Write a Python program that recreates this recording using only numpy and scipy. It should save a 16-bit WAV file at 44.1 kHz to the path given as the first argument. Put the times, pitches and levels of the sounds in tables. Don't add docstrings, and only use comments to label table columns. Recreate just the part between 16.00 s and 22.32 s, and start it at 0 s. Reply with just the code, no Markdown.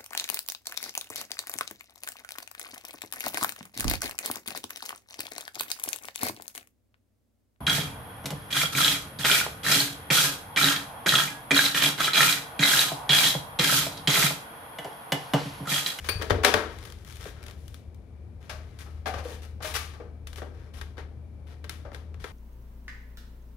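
import sys
import numpy as np
from scipy import signal
from scipy.fft import rfft, irfft, next_fast_len
from scipy.io import wavfile
from scipy.ndimage import map_coordinates

SR = 44100
rng = np.random.default_rng(int(sys.argv[2]) if len(sys.argv) > 2 else 0)


def inscribe(sig):
    pcm = np.round(np.clip(np.atleast_2d(sig).T, -1, 1) * 32767)
    wavfile.write(sys.argv[1], SR, pcm.astype(np.int16))


N = 278712
T = np.arange(int(0.7 * SR)) / SR

# lower edge f/Hz, upper edge f/Hz
BANDS_HZ = [(205, 700), (700, 2000), (2000, 6000), (6000, 15500)]
# f/Hz, width/Hz, relative level/dB
CASING_MODES = [(329, 6.1, -5.5), (445, 65, 4.5), (590, 8, 0), (764.6, 21, -6), (938, 38, -3.5),
                (1120, 140, -2), (1308, 190, 0.5), (1576, 230, -1), (1860, 40, -3.5), (2075, 45, -5.5),
                (2330, 230, -7.5), (2730, 55, -7.5), (3020, 150, -5.5), (3420, 720, -5)]

BAND_OCTAVES = np.log2(np.sqrt(np.prod(BANDS_HZ, axis=1)) / 1950)
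BAND_FILTERS = [signal.butter(4, edges, "band", fs=SR, output="sos") for edges in BANDS_HZ]


def amp(db):
    return 10 ** (np.asarray(db) / 20)


def rms(x):
    return np.sqrt(np.mean(x ** 2) + 1e-20)


def along(points, hz):
    f, values = np.transpose(points)
    return np.interp(np.log(hz + 1), np.log(f), values)


def add(track, s, x):
    start = max(0, round(s * SR))
    track[:, start:start + x.shape[-1]] += x[..., :N - start]


def wobble(rate):
    knots = rng.standard_normal(int(N * rate / SR) + 4)
    return map_coordinates(knots, [np.arange(N) * rate / SR])


def filtered(x, response):
    n = x.shape[-1]
    padded = next_fast_len(n + 4096)
    spectrum = rfft(x, padded) * response(np.fft.rfftfreq(padded, 1 / SR))
    return irfft(spectrum, padded)[..., :n]


def resonances(modes, f):
    response = 0
    for centre, width, db in modes:
        damping = 1j * f * width
        response = response + amp(db) * damping / (centre * centre - f * f + damping)
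    return response


def spread(pair):
    # f/Hz, coherence
    coherence = [(100, 1), (250, 0.35), (500, 0.99), (1500, 0.13), (10000, 0.24)]

    def mid_side_gains(hz):
        angle = np.arccos(np.clip(along(coherence, hz), -1, 1)) / 2
        return np.array([np.cos(angle), np.sin(angle)])

    mid, side = filtered(pair, mid_side_gains)
    return np.array([mid + side, mid - side])


def room_tail():
    # f/Hz, t60/s
    room_decay = [(200, 0.63), (600, 0.51), (2500, 0.44), (6000, 0.42), (14000, 0.36)]
    hz, t, noise = signal.stft(rng.standard_normal((2, len(T))), SR, nperseg=256)
    buildup = 1 - np.exp(-t / 0.0012)
    decay = amp(-60 * t / along(room_decay, hz)[:, None])
    tail = signal.istft(noise * decay * buildup, SR, nperseg=256)[1][:, :len(T)]
    return tail / np.linalg.norm(tail[0])


def in_room(x, wet_db):
    reverb = signal.fftconvolve(x, room_tail(), axes=1)[:, :len(T)]
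    return spread(x + amp(wet_db) * reverb)


def strike(t60, rise, wet_db):
    envelope = amp(-60 * T / t60) * (1 - np.exp(-T / rise))
    burst = rng.standard_normal((2, len(T))) * envelope
    return spread(burst / np.linalg.norm(burst[0]) + amp(wet_db) * room_tail())


def band_levels(db, tilt_db, arch_db):
    curvature = BAND_OCTAVES ** 2 - np.mean(BAND_OCTAVES ** 2)
    return db + tilt_db * BAND_OCTAVES - arch_db * curvature


def coloured(x, levels_db, length):
    out = 0
    for db, sos in zip(levels_db, BAND_FILTERS):
        band = signal.sosfilt(sos, x)
        out = out + amp(db) * band / rms(band[:, :int(length * SR)])
    return out


def background():
    # t/s, level/dB
    hum_swell = [(0.0, -42), (2.15, -46.5), (3.1, -39.5), (4.3, -45), (4.8, -41.5), (6.32, -43.5)]
    # f/Hz, relative level/dB per Hz
    air_spectrum = [(20, -34), (35, -9), (52, 1.5), (90, -3), (110, -1.5), (138, -9.5), (320, -18),
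                    (520, -23), (800, -29.5), (1000, -34.5), (2120, -43), (2340, -37), (2580, -47),
                    (16000, -57)]
    hum_hz = 76.2
    s, db = np.transpose(hum_swell)
    t = np.arange(N) / SR
    waver = amp(1.8 * wobble(11))
    phase = 2 * np.pi * hum_hz * t + 0.56 * wobble(5.8)
    hum = amp(np.interp(t, s, db) + 4.5) * waver * np.sin(phase)
    air = filtered(spread(rng.standard_normal((2, N))), lambda hz: amp(along(air_spectrum, hz)))
    return hum + amp(-44) * air / rms(air)


def knocks():
    # t/s, clack level/dB, tilt/dB per octave, note level/dB, ring f/Hz
    knock_events = [(2.494, -44, 0, -42, 626), (2.861, -63, -4.5, -56, 1313), (3.057, -41, -3.5, -34, 761),
                    (3.091, -50.5, -3.5, -32.5, 750), (3.137, -43.5, -4, -37, 564),
                    (3.254, -62, -11, -30.5, 483), (3.603, -56, -6, -52.5, 1170),
                    (3.645, -45.5, 0.5, -31, 620), (3.7498, -37, 1.84, -32, 1190),
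                    (3.935, -58, -2.5, -63.5, 1316), (3.999, -59.5, -7.5, -36.5, 479),
                    (5.849, -58.5, -7.5, -46, 574)]
    # f/Hz, width/Hz, relative level/dB
    ladder_modes = [(831, 125, -6.5), (1190, 170, -0.5), (1520, 79, -6), (1905, 23, -23), (2260, 46, -14)]
    arch_db, note_t60_s = 1.5, 0.25
    out = np.zeros((2, N))
    for s, db, tilt_db, note_db, ring_hz in knock_events:
        body = [(ring_hz, 110, -3), *ladder_modes]
        thud = filtered(strike(t60=0.11, rise=0.00093, wet_db=1.5), lambda f: 0.19 + resonances(body, f))
        clack = coloured(thud, band_levels(db, tilt_db, arch_db), length=0.013)
        note_envelope = amp(note_db - 60 * T / note_t60_s) * (1 - np.exp(-T / 0.00048))
        note = np.sin(2 * np.pi * ring_hz * T) * note_envelope
        add(out, s, clack + note)
    return out


def pings():
    # t/s, level/dB
    ping_events = [(0.0878, -25)]
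    # f/Hz, width/Hz, relative level/dB
    metal_modes = [(1642, 45, -16.5), (2481, 83, -10.5), (4140, 14, -15), (4570, 13, -1), (4590, 14, -2),
                   (9100, 330, -18.5), (13750, 280, -19)]
    out = np.zeros((2, N))
    for s, db in ping_events:
        ring = filtered(strike(t60=0.078, rise=0.0013, wet_db=-8.0), lambda f: resonances(metal_modes, f))
        add(out, s, amp(db) * ring / rms(ring[:, :int(0.02 * SR)]))
    return out


def booms():
    # t/s, level/dB
    shove_events = [(0.095, -31.5), (0.156, -25), (0.312, -15.5), (0.367, -27), (0.543, -27), (3.161, -30)]
    # f/Hz, mean relative level/dB, t60/s
    plate_modes = [(53, -9.5, 0.28), (73, -1, 0.23), (92.6, 4, .2), (112, -3, 0.082), (147, -7.5, 0.12)]
    onset = 1 - np.exp(-T / 0.0078)
    out = np.zeros((2, N))
    for s, db in shove_events:
        ring = np.zeros(len(T))
        for hz, level, t60 in plate_modes:
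            mode_db = level + rng.normal(0, 1.3)
            ring += amp(mode_db - 60 * T / t60) * np.sin(2 * np.pi * hz * T)
        add(out, s, amp(db) * ring * onset)
    return out


def rubs():
    # start t/s, end t/s, level/dB, tilt/dB per octave
    strokes = [(0.0, 0.059, -60, 1.5), (0.043, 0.09, -50, 1), (0.189, 0.282, -50.5, -4.5),
               (0.432, 0.503, -30, -2.15), (0.682, 0.946, -58.5, -1), (0.94, 1.07, -69, 1.2),
               (1.052, 1.203, -61.5, 2.5), (1.189, 1.323, -55, 0.6), (1.338, 1.555, -63.5, -3),
               (1.564, 1.783, -75, 4.5), (2.402, 2.547, -66, -1), (2.594, 3.085, -69.5, -1),
               (2.785, 2.835, -55, 1.5), (3.064, 3.093, -42.5, -1), (3.174, 3.213, -50, -2),
               (3.233, 3.384, -54.5, 0.7), (3.417, 3.466, -57.5, 0.7), (3.617, 3.736, -44.5, 1.14),
               (3.737, 3.781, -40, 2.1), (4.364, 4.396, -54.5, 1.5), (4.526, 4.724, -67.5, -3),
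               (4.733, 4.813, -57.5, 0.5), (5.463, 5.556, -63.5, -1.5), (5.928, 5.978, -59.5, -1),
               (6.193, 6.322, -59.5, 0)]
    slips_per_s, slip_scatter_db, grain_decay_s = 1200, 3.3, 0.00078
    arch_db = 0.64
    out = np.zeros((2, N))
    for start, end, db, tilt_db in strokes:
        length = max(end - start, 0.01)
        press = np.clip(T / (0.092 * length), 0, 1)
        release = np.clip((length - T) / (0.28 * length), 0, 1)
        slip_sizes = amp(slip_scatter_db * rng.standard_normal(len(T)))
        slips = (rng.random(len(T)) < slips_per_s / SR) * slip_sizes
        grains = signal.lfilter([1], [1, -np.exp(-1 / (grain_decay_s * SR))], slips)
        friction = rng.standard_normal((2, len(T))) * press * release * (1.3 + grains)
        shell = filtered(friction, lambda f: 1.0 + resonances(CASING_MODES, f))
        levels_db = band_levels(db, tilt_db, arch_db)
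        add(out, start, coloured(in_room(shell, wet_db=-3.0), levels_db, length))
    return out


def creak_ticks(count):
    # start t/s, end t/s, mean tick level/dB
    creaks = [(0.782, 0.927, -59), (1.047, 1.16, -61.5), (1.159, 1.315, -60), (1.411, 1.517, -59.5)]
    scatter_db, tilt_db, t60_s = 3, 3, 0.012
    ticks = []
    for start, end, db in creaks:
        times = start + (end - start) * (np.arange(count) + rng.random(count)) / count
        sizes_db = db + scatter_db * (2 * rng.random(count) - 1)
        ticks += [(s, size_db, tilt_db, t60_s) for s, size_db in zip(times, sizes_db)]
    return ticks


def snaps():
    # t/s, level/dB, tilt/dB per octave, contact t60/s
    catches = [(0.043, -50, -0.2, .052), (0.0873, -32.5, -1, .044), (0.2128, -43, -3.5, .075),
               (0.221, -41, 1.5, .033), (0.228, -46, -2, 0.024), (0.2983, -35.5, -2, 0.11),
               (0.3051, -29.5, -5, 0.028), (0.317, -41.5, -7, 0.026), (0.4469, -20, 0, .034),
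               (0.486, -42.5, -5, 0.075), (0.539, -24, -2.16, 0.029), (0.566, -41, -4, 0.026),
               (0.851, -53.5, 3, .05), (1.254, -54, -7, 0.077), (1.482, -53.5, .5, .03),
               (1.6798, -62, 5, .016), (1.7429, -56, 3, 0.014), (1.945, -75.5, 6, .019),
               (4.2703, -51.5, 3, 0.046), (4.3295, -55, 1.5, 0.038), (4.3583, -55.5, 3, 0.02),
               (4.3803, -52, -4, 0.128), (4.4174, -51.5, -7.5, .09), (4.812, -46, -0.7, 0.043),
               (4.9705, -59, -4, 0.025), (4.979, -49.5, -4, 0.18), (5.6414, -50.5, -1.5, 0.046),
               (5.6945, -43, 2.5, .021), (5.917, -58, -5.5, 0.022), (5.9456, -49.5, -1, .029),
               (6.1427, -60, -2.5, 0.0156), (6.2408, -43, -3, 0.043)]
    base_arch_db, firm_db, arch_growth_per_db = 1.05, -39, 0.0019
    out = np.zeros((2, N))
    for s, db, tilt_db, t60 in [*catches, *creak_ticks(count=6)]:
        crack = strike(t60, rise=0.00033, wet_db=-5.0)
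        shell = filtered(crack, lambda f: 0.52 + resonances(CASING_MODES, f))
        arch_db = base_arch_db + arch_growth_per_db * max(firm_db - db, 0)
        add(out, s, coloured(shell, band_levels(db, tilt_db, arch_db), length=0.012))
    return out


def scene():
    return background() + knocks() + pings() + booms() + rubs() + snaps()


def record(dry):
    # f/Hz, left level/dB, right level/dB
    ports = [(100, -0.5, -5), (450, 0.5, -4.5), (1180, 1.5, -6.5), (2700, 3, -5.5), (4135, 2.5, -6.5),
             (6900, 0, -16.5), (7500, -1, -19), (10000, 1.5, 2), (12300, -1, -6.5), (15500, -3.5, -12.5)]
    left_lag_s, top_hz = 0.00003, 15700
    hz, *sides_db = np.transpose(ports)

    def port_response(f):
        colour = amp([along(np.column_stack([hz, db]), f) for db in sides_db])
        return colour * np.exp(1j * np.pi * left_lag_s * np.array([-f, f]))

    heard = filtered(dry, port_response)
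    rounded = heard / (1 + np.abs(heard) ** 6) ** (1 / 6)
    return filtered(rounded, lambda f: f < top_hz)


dry = scene()
out = record(dry)
inscribe(out)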